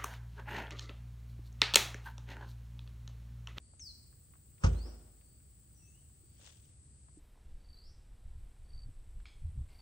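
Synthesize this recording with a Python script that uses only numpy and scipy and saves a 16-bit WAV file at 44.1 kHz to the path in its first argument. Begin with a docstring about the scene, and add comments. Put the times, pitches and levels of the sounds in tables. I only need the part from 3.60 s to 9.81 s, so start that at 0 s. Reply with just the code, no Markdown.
"""Tropical forest: road, then trail

Two spots joined by a cut. At a dirt road (stereo) insects drone, a katydid buzzes very high, small birds
whistle, a car door slams and a shoe scuffs the ground. On a trail under the trees (mono) a cricket chirps,
a bird answers, a twig snaps, leaves rustle and wind bumps the microphone. Struck objects are sums of decaying
modes, calls are gliding or pulsed sines, and grit, wind, choruses and air are shaped noise."""
import sys
import numpy as np
from scipy import signal
from scipy.fft import rfft, irfft
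from scipy.io import wavfile
from scipy.ndimage import uniform_filter1d

SR = 44100
rng = np.random.default_rng(int(sys.argv[2]) if len(sys.argv) > 2 else 0)


def transcribe(signal):
    """Save signal, clipped to [-1, 1], as a 16-bit WAV file at the path in sys.argv[1]."""
    frames = np.atleast_2d(signal).T
    limited = np.clip(frames, -1, 1)
    pcm = np.round(limited * 32767).astype(np.int16)
    wavfile.write(sys.argv[1], SR, pcm)


N = 273928
T = np.arange(N) / SR
HZ = np.maximum(np.fft.rfftfreq(N, 1 / SR), 1)
CUT_S, CUTOFF_HZ = 3.592, 15750

# Car door contacts: t/s, relative thump level/dB, relative rattle level/dB
DOOR_CONTACTS = [(1.0363, -18.5, 1), (1.0425, -0.5, 1), (1.063, -36, -6)]
# Door body modes: f/Hz, level/dB, t60/s
DOOR_BODY_MODES = [(53.8, -20, 0.72), (74, -37, 0.22), (77.8, -21.5, 0.46), (88.2, -18, 0.29),
                   (123.5, -24.5, 0.3), (150, -27.5, 0.25), (179, -32.5, 0.31), (215.8, -39, 0.44),
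                   (323.4, -45.5, 0.43), (386, -38.5, 0.36), (503, -34, 0.29), (680, -50, 0.13),
                   (822, -36.5, 0.076), (990, -47, 0.11), (1087, -48, .14), (1146, -45, 0.17),
                   (1320, -42.5, 0.1), (1436, -44.5, 0.21)]
# Rattle colour: f/Hz, relative level/dB
DOOR_RATTLE_COLOUR = [(180, -18), (320, -6), (500, 6), (730, -1), (1100, -1.5), (1400, -1.5), (1750, -13),
                      (2600, -11.5), (4000, -19.5), (5400, -14.5), (7000, -20), (9200, -31), (11000, -69)]
# Bright buzz after the slam, colour: f/Hz, relative level/dB
DOOR_BUZZ_COLOUR = [(1500, -11), (3000, 8), (4000, 0), (5200, 3), (6800, 5.5), (9000, -12), (10500, -43)]
# Echo colour: f/Hz, relative level/dB
DOOR_ECHO_COLOUR = [(120, -26), (200, -1), (317, -5), (353, -2.5), (662, -9.5), (1060, -17.5),
                    (1300, -15.5), (1900, -25), (3600, -28), (4680, -60), (7920, -120)]
# Door off to one side: f/Hz, left lead/rad, left minus right level/dB
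DOOR_SIDE = [(60, 0, -0.5), (199, 0.44, -1), (490, 2.5, 2), (1100, 1.5, -1), (2400, 3, -5),
             (5500, 7.5, 13.5)]

# Katydid rasp and wing resonance, colour: f/Hz, relative level/dB
KATYDID_COLOUR = [(12000, -43), (12700, -13), (13500, -4), (14500, -1.5), (15000, 1), (15800, -3.5)]
KATYDID_HZ = 15440
KATYDID_START_S, KATYDID_STOP_S = 0.21, 3.06
KATYDID_ATTACK_S, KATYDID_RELEASE_S = 0.04, 0.06
KATYDID_START_DB, KATYDID_SLOPE_DB_PER_S = -72.5, -2
KATYDID_FAR_DB = -99  # others of its kind, far off

# Scuffed grit colour: f/Hz, relative level/dB
SCUFF_COLOUR = [(240, -33), (450, -3.5), (800, -5), (1200, -7), (1600, -5.5), (2400, -4.5), (3250, 2.5),
                (4200, -3.5), (5800, -1), (7500, -1.5), (9000, -14), (11000, -50)]
SCUFF_S, SCUFF_RISE_S, SCUFF_FALL_S, SCUFF_PEAK_DB = 2.872, 0.073, 0.065, -60
GRIT_S, GRIT_SPREAD_S, GRIT_DB = 2.915, 0.2, -72
# Clearest ticks of grit and leaf litter: t/s, relative level/dB, centre f/Hz
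CLEAR_TICKS = [(0.136, -63, 790), (.195, -60.5, 3040), (.527, -67.5, 1500), (.736, -61.5, 1480),
               (.753, -61.5, 1080), (.98, -66.5, 2600), (1.61, -67.5, 2900), (2.796, -65, 750),
               (3.484, -61.5, 1150), (3.754, -69, 1080), (3.775, -68, 845), (5.601, -64, 2600)]
FAINT_TICK_REL_DB, FAINT_TICK_HZ = -75, 2000
# Soft bumps: t/s, level/dB, f/Hz
SOFT_BUMPS = [(2.634, -55.5, 347), (3.572, -45.5, 300), (5.284, -53.5, 264), (5.996, -54, 208)]

# Twig modes: f/Hz, level/dB, t60/s, lingering echo level/dB
TWIG_MODES = [(1370, -45, 0.0077, -83), (2330, -42, 0.016, -67), (3300, -47, .008, -67.5),
              (4240, -49, 0.0077, -73), (5100, -56, .006, -76), (6600, -60, .004, -78)]
# Scattered hiss of the snap, colour: f/Hz, relative level/dB
TWIG_HISS_COLOUR = [(700, -7), (1300, -1.5), (2400, -2), (3600, 3), (5100, -2), (5700, -13), (7000, -14),
                    (8500, -32), (12000, -70)]
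SNAP_S = 5.6555
# Rustling leaves, colour: f/Hz, relative level/dB
RUSTLE_COLOUR = [(290, -29), (500, -8), (859, -2.5), (1780, -17), (2120, -3.5), (2930, -14), (4550, -13),
                 (7000, -26), (9100, -57), (15400, -120)]
RUSTLE_S, RUSTLE_DB, RUSTLE_RISE_S, RUSTLE_T60_S = 6.085, -70.5, 0.0059, 1

# Cricket chirps at each spot: start t/s, level/dB
ROAD_CRICKET = [(-.1, -77), (1.52, -79.5), (2.56, -81.5), (3.2, -88)]
TRAIL_CRICKET = [(4.004, -60.5), (5.050, -59), (6.105, -58)]
CRICKET_HZ = 4578
# Near bird's falling whistle: t/s, f/Hz, level/dB
NEAR_NOTE = [(.194, 6830, -60), (.203, 6050, -54), (.215, 5620, -52.5), (.232, 5270, -51),
             (.257, 4900, -54), (.285, 4370, -51.5), (.308, 4140, -60), (.326, 4060, -70)]
# Bird notes at each spot: start t/s, length/s, middle level/dB, middle minus end level/dB,
# first f/Hz, middle f/Hz, last f/Hz
ROAD_NOTES = [(1.145, .153, -66.5, 7.5, 3840, 4710, 5930), (2.145, 0.17, -78, -2, 6090, 5810, 6900),
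              (2.2, .2, -82.5, -1, 2750, 2642, 3080)]
TRAIL_NOTES = [(4.14, .17, -74, 12, 3960, 4760, 6205), (6.085, 0.065, -87, 7.1, 2130, 2110, 2130)]

# Wind rumble colour: f/Hz, relative level/dB
WIND_COLOUR = [(8.8, -24), (15, 5.5), (33, 1), (62, -3.5), (113, -15), (145, -22.5), (220, -40), (290, -65),
               (480, -120)]
# Gust buffeting colour: f/Hz, relative level/dB
BUFFET_COLOUR = [(40, -14), (75, 6.5), (110, -2), (160, -16.5), (230, -30), (400, -48), (700, -71),
                 (2000, -120)]
# Single gusts: peak t/s, rumble level/dB, buffet level/dB
GUSTS = [(4.52, -50.5, -74), (4.68, -43, -65), (4.78, -49.5, -56), (5.18, -48.5, -61), (5.271, -47.5, -49),
         (5.59, -44, -55), (5.861, -42.5, -39.5), (5.989, -40, -35)]
GUST_RISE_S, GUST_FALL_S = 0.037, 0.047
BREEZE_CUT_DB, BREEZE_SLOPE_DB_PER_S = -54.5, 1.73

# Single insects above the chorus: joining t/s, f/Hz, relative level/dB
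SOLO_INSECTS = [(3.7, 7520, -94), (3.3, 7763, -89), (4.0, 8005, -92), (4.8, 8290, -96), (4.6, 8732, -90),
                (4.45, 8865, -92), (4.6, 9320, -96), (5.45, 9460, -90), (4.2, 9680, -97)]
# High insect lisps: peak t/s, level/dB
LISP_SWELLS = [(3.65, -84), (4.15, -85), (4.82, -87), (5.52, -91), (6.15, -81)]
# Lisp colour: f/Hz, relative level/dB
LISP_COLOUR = [(7000, -30), (9500, -2), (11300, -4), (13300, 1), (14400, -4), (15500, -16)]
# Insect chorus colours: f/Hz, relative level/dB
ROAD_CHORUS_COLOUR = [(4000, -28.5), (6800, -13.5), (7270, -7.5), (7860, 3.5), (8400, 2.5), (9850, -10),
                      (10400, -24.5), (11100, -63), (11400, -55), (12000, -41), (15600, -75), (22000, -120)]
TRAIL_CHORUS_COLOUR = [(6900, -29), (7350, -7), (7550, 2.5), (7950, 3.5), (8350, -0.5), (8900, 0.5),
                       (9400, -1.5), (10300, -4), (11200, -12.5), (12600, -9.5), (13300, -7), (14400, -14),
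                       (14700, -30)]
ROAD_CHORUS_DB = -67
TRAIL_CHORUS_CUT_DB, TRAIL_CHORUS_SLOPE_DB_PER_S = -81, 0.34

# Steady air colours: f/Hz, relative level/dB
ROAD_AIR_COLOUR = [(13, -59), (22, -17), (37, -15.5), (59, 1), (128, -7), (193, -17.5), (388, -25),
                   (459, -28.5), (859, -36.5), (946, -38), (1150, -37), (3830, -40.5), (4760, -36),
                   (5240, -42), (7000, -45.5), (9100, -69), (15400, -120)]
TRAIL_AIR_COLOUR = [(110, -33), (180, 2.5), (204, -0.5), (366, -5), (530, -8.5), (628, -10.5), (792, -10.5),
                    (1060, -14), (3540, -18.5), (7200, -25.5), (9360, -63), (15800, -120)]
ROAD_AIR_DB, TRAIL_AIR_DB = -60, -72.5
# Left-right likeness of sound from all around: f/Hz, correlation
STEREO_LIKENESS = [(50, 0.98), (130, 0.88), (260, 0.81), (500, 0.16), (1500, .05), (5000, 0.15),
                   (9000, 0.059), (13000, 0.37)]


def car_door(rattle_db=-33, rattle_t60_s=0.094, scatter_db=-6, swish_db=-56, buzz_db=-56, buzz_t60_s=0.61):
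    """Latch and seal meet; panels and cabin boom in decaying modes, the lock rattles as noise."""
    first_s, shut_s = DOOR_CONTACTS[0][0], DOOR_CONTACTS[1][0]
    body = 0
    for hz, db, t60_s in DOOR_BODY_MODES:
        for s, thump_db, _ in DOOR_CONTACTS:
            body = body - from_db(db + thump_db) * ring(s, hz, t60_s, rise_s=0.0015)
    # panels radiate little below the cabin's boom
    body = signal.sosfilt(signal.butter(2, 38, "high", fs=SR, output="sos"), body)
    # the latch brushes its striker around first contact
    swish = from_db(swish_db) * swell(first_s, 0.023, 0.023)
    power = sum((from_db(db) * fade(s, 0.00076, rattle_t60_s)) ** 2 for s, _, db in DOOR_CONTACTS)
    rattle = swish + from_db(rattle_db) * np.sqrt(power)
    direct = off_to_one_side(body + latch() + rattle * noise(DOOR_RATTLE_COLOUR))
    scatter = from_db(scatter_db) * rattle * wide_noise(DOOR_RATTLE_COLOUR)
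    buzz_gain = from_db(buzz_db + 2 * drift(60)) * fade(shut_s, 0.005, buzz_t60_s)
    buzz = buzz_gain * wide_noise(DOOR_BUZZ_COLOUR) * pan(3.3)
    return direct + scatter + buzz


def latch(level_db=-28, hz=1280, t60_s=0.015):
    """The steel latch clacks on first touch: one short mode."""
    return from_db(level_db) * ring(DOOR_CONTACTS[0][0], hz, t60_s, rise_s=0.0004)


def door_echo(near_db=-45, near_t60_s=0.87, far_db=-54, far_t60_s=0.83, far_delay_s=0.2):
    """The slam returns as decaying noise from the bank nearby, then from the edge of the forest."""
    shut_s = DOOR_CONTACTS[1][0]
    near = from_db(near_db) * fade(shut_s, 0.015, near_t60_s)
    far = from_db(far_db) * fade(shut_s + far_delay_s, 0.024, far_t60_s)
    return np.hypot(near, far) * from_db(drift(22)) * wide_noise(DOOR_ECHO_COLOUR)


def katydid(rasp_db=-1.0, tone_db=-3.5, groups_per_s=23.0, throb_db=4.5, stroke_db=2.6):
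    """A very high buzz of resonance and rasp, throbbing with each group of four wing strokes."""
    phase = 2 * np.pi * np.cumsum(groups_per_s * (1 + 0.015 * drift(2))) / SR
    strokes_db = stroke_db * (np.cos(4 * phase) + np.cos(3 * phase + 2) / 2)
    # the wing's resonance follows the throb fully, the rasp of the file only slightly
    tone_gain = rms_one(from_db(throb_db * np.cos(phase) + strokes_db))
    rasp_gain = rms_one(from_db(throb_db / 3 * np.cos(phase) + strokes_db))
    tone = from_db(tone_db) * tone_gain * line(KATYDID_HZ, 230)
    rasp = from_db(rasp_db) * rasp_gain * wide_noise(KATYDID_COLOUR)
    return katydid_bout() * (tone + rasp)


def katydid_bout():
    """Gain of one long bout: quick start, slow sag as it tires, quick stop, over a constant far level."""
    age_s = T - KATYDID_START_S
    attack = age_s / KATYDID_ATTACK_S
    release = 1 - (T - KATYDID_STOP_S) / KATYDID_RELEASE_S
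    gate = np.clip(np.minimum(attack, release), 0, 1)
    return gate * from_db(KATYDID_START_DB + KATYDID_SLOPE_DB_PER_S * age_s) + from_db(KATYDID_FAR_DB)


def scuff(grain_db=2.5, patchy_db=2.0):
    """A sole drags over dry grit, then loose grit settles; three bands crackle in clumps of their own."""
    grit = wide_noise(SCUFF_COLOUR)
    low = signal.sosfiltfilt(signal.butter(2, 2000, "low", fs=SR, output="sos"), grit)
    lower_two = signal.sosfiltfilt(signal.butter(2, 4500, "low", fs=SR, output="sos"), grit)
    bands = (low, lower_two - low, grit - lower_two)
    clumps = sum(band * rms_one(from_db(patchy_db * drift(60))) for band in bands)
    grains = rms_one(from_db(grain_db * drift(160)))
    drag = from_db(SCUFF_PEAK_DB) * swell(SCUFF_S, SCUFF_RISE_S, SCUFF_FALL_S)
    loose = from_db(GRIT_DB) * swell(GRIT_S, GRIT_SPREAD_S, GRIT_SPREAD_S)
    return np.hypot(drag, loose) * grains * clumps * pan(4.7)


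def footing(tick_t60_s=0.036, bump_t60_s=0.049, tick_gain_db=2):
    """Grit and litter tick as short band-passed noise; soft bumps are single low modes."""
    out = np.zeros((2, N))
    lowpass = signal.butter(2, 7000, "low", fs=SR, output="sos")
    source = signal.sosfilt(lowpass, rng.standard_normal((2, N)))
    for s, db, hz in CLEAR_TICKS + faint_ticks():
        band = signal.butter(1, [hz / 1.86, hz * 1.23], "band", fs=SR, output="sos")
        tick = rms_one(signal.sosfilt(np.vstack([band, band]), source))
        out += from_db(db + tick_gain_db) * fade(s, 0.00028, tick_t60_s) * tick
    for s, db, hz in SOFT_BUMPS:
        out += from_db(db) * ring(s, hz, bump_t60_s, rise_s=0.0017)
    return out


def faint_ticks(count=8, spread_db=0.5):
    """Rows of t/s, relative level/dB, f/Hz for grit that shifts at random."""
    rows = []
    for time, size, pitch in rng.random((count, 3)):
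        db = FAINT_TICK_REL_DB + spread_db * (2 * size - 1)
        rows.append((time * T[-1], db, FAINT_TICK_HZ * 2 ** (pitch - 0.5)))
    return rows


def twig_snap(hiss_db=-62, hiss_t60_s=0.33, linger_t60_s=0.56):
    """One woody crack of short modes; hiss and modes linger as scatter among the trees."""
    crack = sum(from_db(db) * ring(SNAP_S, hz, t60_s, rise_s=0.00059) for hz, db, t60_s, _ in TWIG_MODES)
    lingering = sum(from_db(db) * line(hz, 150) for hz, _, _, db in TWIG_MODES)
    hiss = from_db(hiss_db + drift(120)) * noise(TWIG_HISS_COLOUR)
    return crack + fade(SNAP_S, 0.0027, hiss_t60_s) * hiss + fade(SNAP_S, 0.0055, linger_t60_s) * lingering


def rustle():
    """Leaves rustle underfoot and settle: flickering noise with a sudden start and a decay."""
    flicker_db = 3.3 * drift(120)
    envelope = fade(RUSTLE_S, RUSTLE_RISE_S, RUSTLE_T60_S)
    return from_db(RUSTLE_DB + flicker_db) * envelope * noise(RUSTLE_COLOUR)


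def cricket(chirps, swell_db=17, sag_hz=170):
    """Five swelling syllables of three wing strokes; the pitch sags in each stroke."""
    syllable_s, stroke_s, half_width_s = 0.043, 0.0135, 0.0036
    out = np.zeros(N)
    for start_s, db in chirps:
        near = (T > start_s - syllable_s) & (T < start_s + 6 * syllable_s)
        for syllable in range(5):
            shy_db = swell_db * max(1 - syllable / 2.33, 0)
            for stroke, stroke_db in enumerate([-2, 0, -9]):
                age_s = T[near] - start_s - syllable * syllable_s - stroke * stroke_s
                effort_db = db + stroke_db - shy_db + rng.normal()
                sag_cycles = sag_hz * age_s ** 2 / (4 * half_width_s)
                cycles = CRICKET_HZ * age_s - sag_cycles + rng.random()
                pulse = np.exp(-(age_s / half_width_s) ** 2)
                out[near] += from_db(effort_db) * pulse * np.sin(2 * np.pi * cycles)
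    return np.sqrt(2) * out


def whistle(rows, waver=0.0041):
    """A bird's note: one gliding sine, unsteady in pitch and flickering in level."""
    hz, db = in_time(rows)
    sounding = (T > rows[0][0]) & (T < rows[-1][0])
    gate = uniform_filter1d(1. * sounding, size=200)
    phase = 2 * np.pi * np.cumsum(hz * (1 + waver * drift(90))) / SR
    flicker_db = 2.5 * drift(70)
    return np.sqrt(2) * from_db(db + flicker_db) * gate * np.sin(phase)


def arched_notes(rows):
    """Far birds: each note bends smoothly through three pitches, its level along a parabola."""
    u = np.linspace(-1, 1, 21)  # -1 at the start, 1 at the end
    out = 0
    for start_s, length_s, db, swell_db, first_hz, middle_hz, last_hz in rows:
        slope_hz = (last_hz - first_hz) / 2
        bend_hz = (last_hz + first_hz) / 2 - middle_hz
        hz = middle_hz + slope_hz * u + bend_hz * u ** 2
        out = out + whistle(np.transpose([start_s + length_s * (u + 1) / 2, hz, db - swell_db * u ** 2]))
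    return out


def wind(buffet_share_db=-15, lumpy_db=3.0):
    """A freshening breeze rumbles on the microphone; gusts reach into the upper bass."""
    breeze_db = BREEZE_CUT_DB + BREEZE_SLOPE_DB_PER_S * (T - CUT_S)
    rumble = from_db(breeze_db + lumpy_db * drift(5.3))
    buffet = rumble * from_db(buffet_share_db)
    for s, rumble_db, buffet_db in GUSTS:
        gust = swell(s, GUST_RISE_S, GUST_FALL_S)
        rumble = np.hypot(rumble, from_db(rumble_db) * gust)
        buffet = np.hypot(buffet, from_db(buffet_db) * gust)
    return rumble * noise(WIND_COLOUR) + buffet * noise(BUFFET_COLOUR)


def solo_insects(gain_db=-1, rise_db_per_s=3.0, width_hz=38, swell_db=2.5, join_s=0.3):
    """Single insects join one by one, each on its own narrow pitch, and grow louder."""
    growth_db = gain_db + rise_db_per_s * (T - np.mean([CUT_S, T[-1]]))
    out = 0
    for s, hz, db in SOLO_INSECTS:
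        joining = np.clip((T - s) / join_s, 0, 1)
        out = out + joining * from_db(db + growth_db + swell_db * drift(3.3)) * line(hz, width_hz)
    return out


def lisps(rise_s=0.06, fall_s=0.1):
    """Soft, very high swells of an insect's rasp, about every two thirds of a second."""
    return sum(from_db(db) * swell(s, rise_s, fall_s) for s, db in LISP_SWELLS) * noise(LISP_COLOUR)


def road_chorus():
    """Many insects drone as one band of wide, slightly unsteady noise."""
    return from_db(ROAD_CHORUS_DB + 0.5 * drift(17)) * wide_noise(ROAD_CHORUS_COLOUR) * pan(3.9)


def trail_chorus():
    """Many insects as one band of mono noise, slowly growing louder."""
    level_db = TRAIL_CHORUS_CUT_DB + TRAIL_CHORUS_SLOPE_DB_PER_S * (T - CUT_S)
    return from_db(level_db) * noise(TRAIL_CHORUS_COLOUR)


def road_air():
    """Steady air at the roadside: wide coloured noise."""
    return from_db(ROAD_AIR_DB) * wide_noise(ROAD_AIR_COLOUR)


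def trail_air():
    """Air under the trees: mono coloured noise, drifting slightly in level."""
    return from_db(TRAIL_AIR_DB + 0.5 * drift(3.0)) * noise(TRAIL_AIR_COLOUR)


def forest(x, wet_db, t60_s):
    """Trunks and leaves scatter a call into dense dying echoes, other ones for each ear."""
    age_s = T[:SR]
    echoes = rng.standard_normal((2, SR)) * from_db(-60 * age_s / t60_s) * (age_s > 0.004)
    echoes /= np.sqrt(np.sum(echoes ** 2, axis=1, keepdims=True))
    return x + from_db(wet_db) * signal.fftconvolve(x[None], echoes, axes=1)[:, :N]


def off_to_one_side(x):
    """A close sound reaches the two microphones out of step and unequally loud."""
    lead_rad = per_bin([(hz, lead) for hz, lead, _ in DOOR_SIDE])
    tilt_db = per_bin([(hz, tilt) for hz, _, tilt in DOOR_SIDE])
    sides = np.array([[1], [-1]]) / 2
    return irfft(rfft(x) * np.exp(1j * lead_rad * sides) * from_db(tilt_db * sides), N)


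def pan(db):
    """Left and right gain for a level difference in dB."""
    return from_db(np.array([[db], [-db]]) / 2)


def ring(start_s, hz, t60_s, rise_s, phase=0):
    """One struck mode: a decaying sine."""
    return fade(start_s, rise_s, t60_s) * np.sin(2 * np.pi * hz * (T - start_s) + phase)


def fade(start_s, rise_s, t60_s):
    """Envelope of a blow: a quick rise, then exponential decay."""
    age_s = np.maximum(T - start_s, 0)
    return (1 - np.exp(-age_s / rise_s)) * from_db(-60 * age_s / t60_s)


def swell(peak_s, rise_s, fall_s):
    """A smooth bell-shaped rise and fall of height 1."""
    return np.exp(-((T - peak_s) / np.where(T < peak_s, rise_s, fall_s)) ** 2)


def line(hz, width_hz):
    """A tone that flutters in level and pitch: noise through a narrow resonance."""
    resonance = 1 / (1 + ((HZ - hz) / width_hz) ** 2)
    return rms_one(irfft(rfft(rng.standard_normal(N)) * resonance, N))


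def noise(colour):
    """Mono noise of a given colour, unit power."""
    return rms_one(irfft(rfft(rng.standard_normal(N)) * from_db(per_bin(colour)), N))


def wide_noise(colour):
    """Stereo noise from all around: alike in the bass, mostly unrelated higher up."""
    alike = np.clip(per_bin(STEREO_LIKENESS), -1, 1)
    mid, side = rfft(rng.standard_normal((2, N)))
    both = np.sqrt(1 + alike) * mid + np.sqrt(1 - alike) * side * [[1], [-1]]
    return rms_one(irfft(both * from_db(per_bin(colour)), N))


def drift(rate_hz):
    """Slow random variation, unit power."""
    return rms_one(irfft(rfft(rng.standard_normal(N)) / (1 + (HZ / rate_hz) ** 2), N))


def per_bin(points):
    """A table over log frequency, read at every bin."""
    hz, value = np.transpose(sorted(points))
    return np.interp(np.log(HZ), np.log(hz), value)


def in_time(rows):
    """Each column of a curve at every sample."""
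    s, *columns = np.transpose(rows)
    return [np.interp(T, s, column) for column in columns]


def rms_one(x):
    """Scale to unit power."""
    return x / np.sqrt(np.mean(x ** 2) + 1e-30)


def from_db(db):
    """Decibels to gain."""
    return 10 ** (np.asarray(db) / 20)


def road():
    """The open roadside, in stereo."""
    near_bird = forest(whistle(NEAR_NOTE), wet_db=-3.0, t60_s=0.64) * pan(3.1)
    far_birds = forest(arched_notes(ROAD_NOTES), wet_db=0.5, t60_s=0.6) * pan(4.4)
    chirps = forest(cricket(ROAD_CRICKET), wet_db=8, t60_s=0.79)
    events = car_door() + door_echo() + scuff()
    animals = katydid() + near_bird + far_birds + chirps
    return events + animals + road_chorus() + road_air()


def trail():
    """Under the trees, in mono."""
    bird = forest(arched_notes(TRAIL_NOTES), wet_db=7.0, t60_s=0.47)[0]
    chirps = forest(cricket(TRAIL_CRICKET), wet_db=-9.5, t60_s=0.071)[0]
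    events = twig_snap() + rustle() + wind()
    animals = chirps + bird + solo_insects() + lisps()
    return events + animals + trail_chorus() + trail_air()


def scene():
    """The road gives way to the trail in a 12 ms equal-power crossfade."""
    after = np.clip((T - CUT_S) / 0.012 + 0.5, 0, 1)
    feet = footing()
    return np.sqrt(1 - after) * (road() + feet) + np.sqrt(after) * (trail() + feet[0])


def record(dry):
    """The top is cut steeply."""
    return signal.sosfilt(signal.ellip(12, 0.2, 80, CUTOFF_HZ, fs=SR, output="sos"), dry)


dry = scene()
out = record(dry)
transcribe(out)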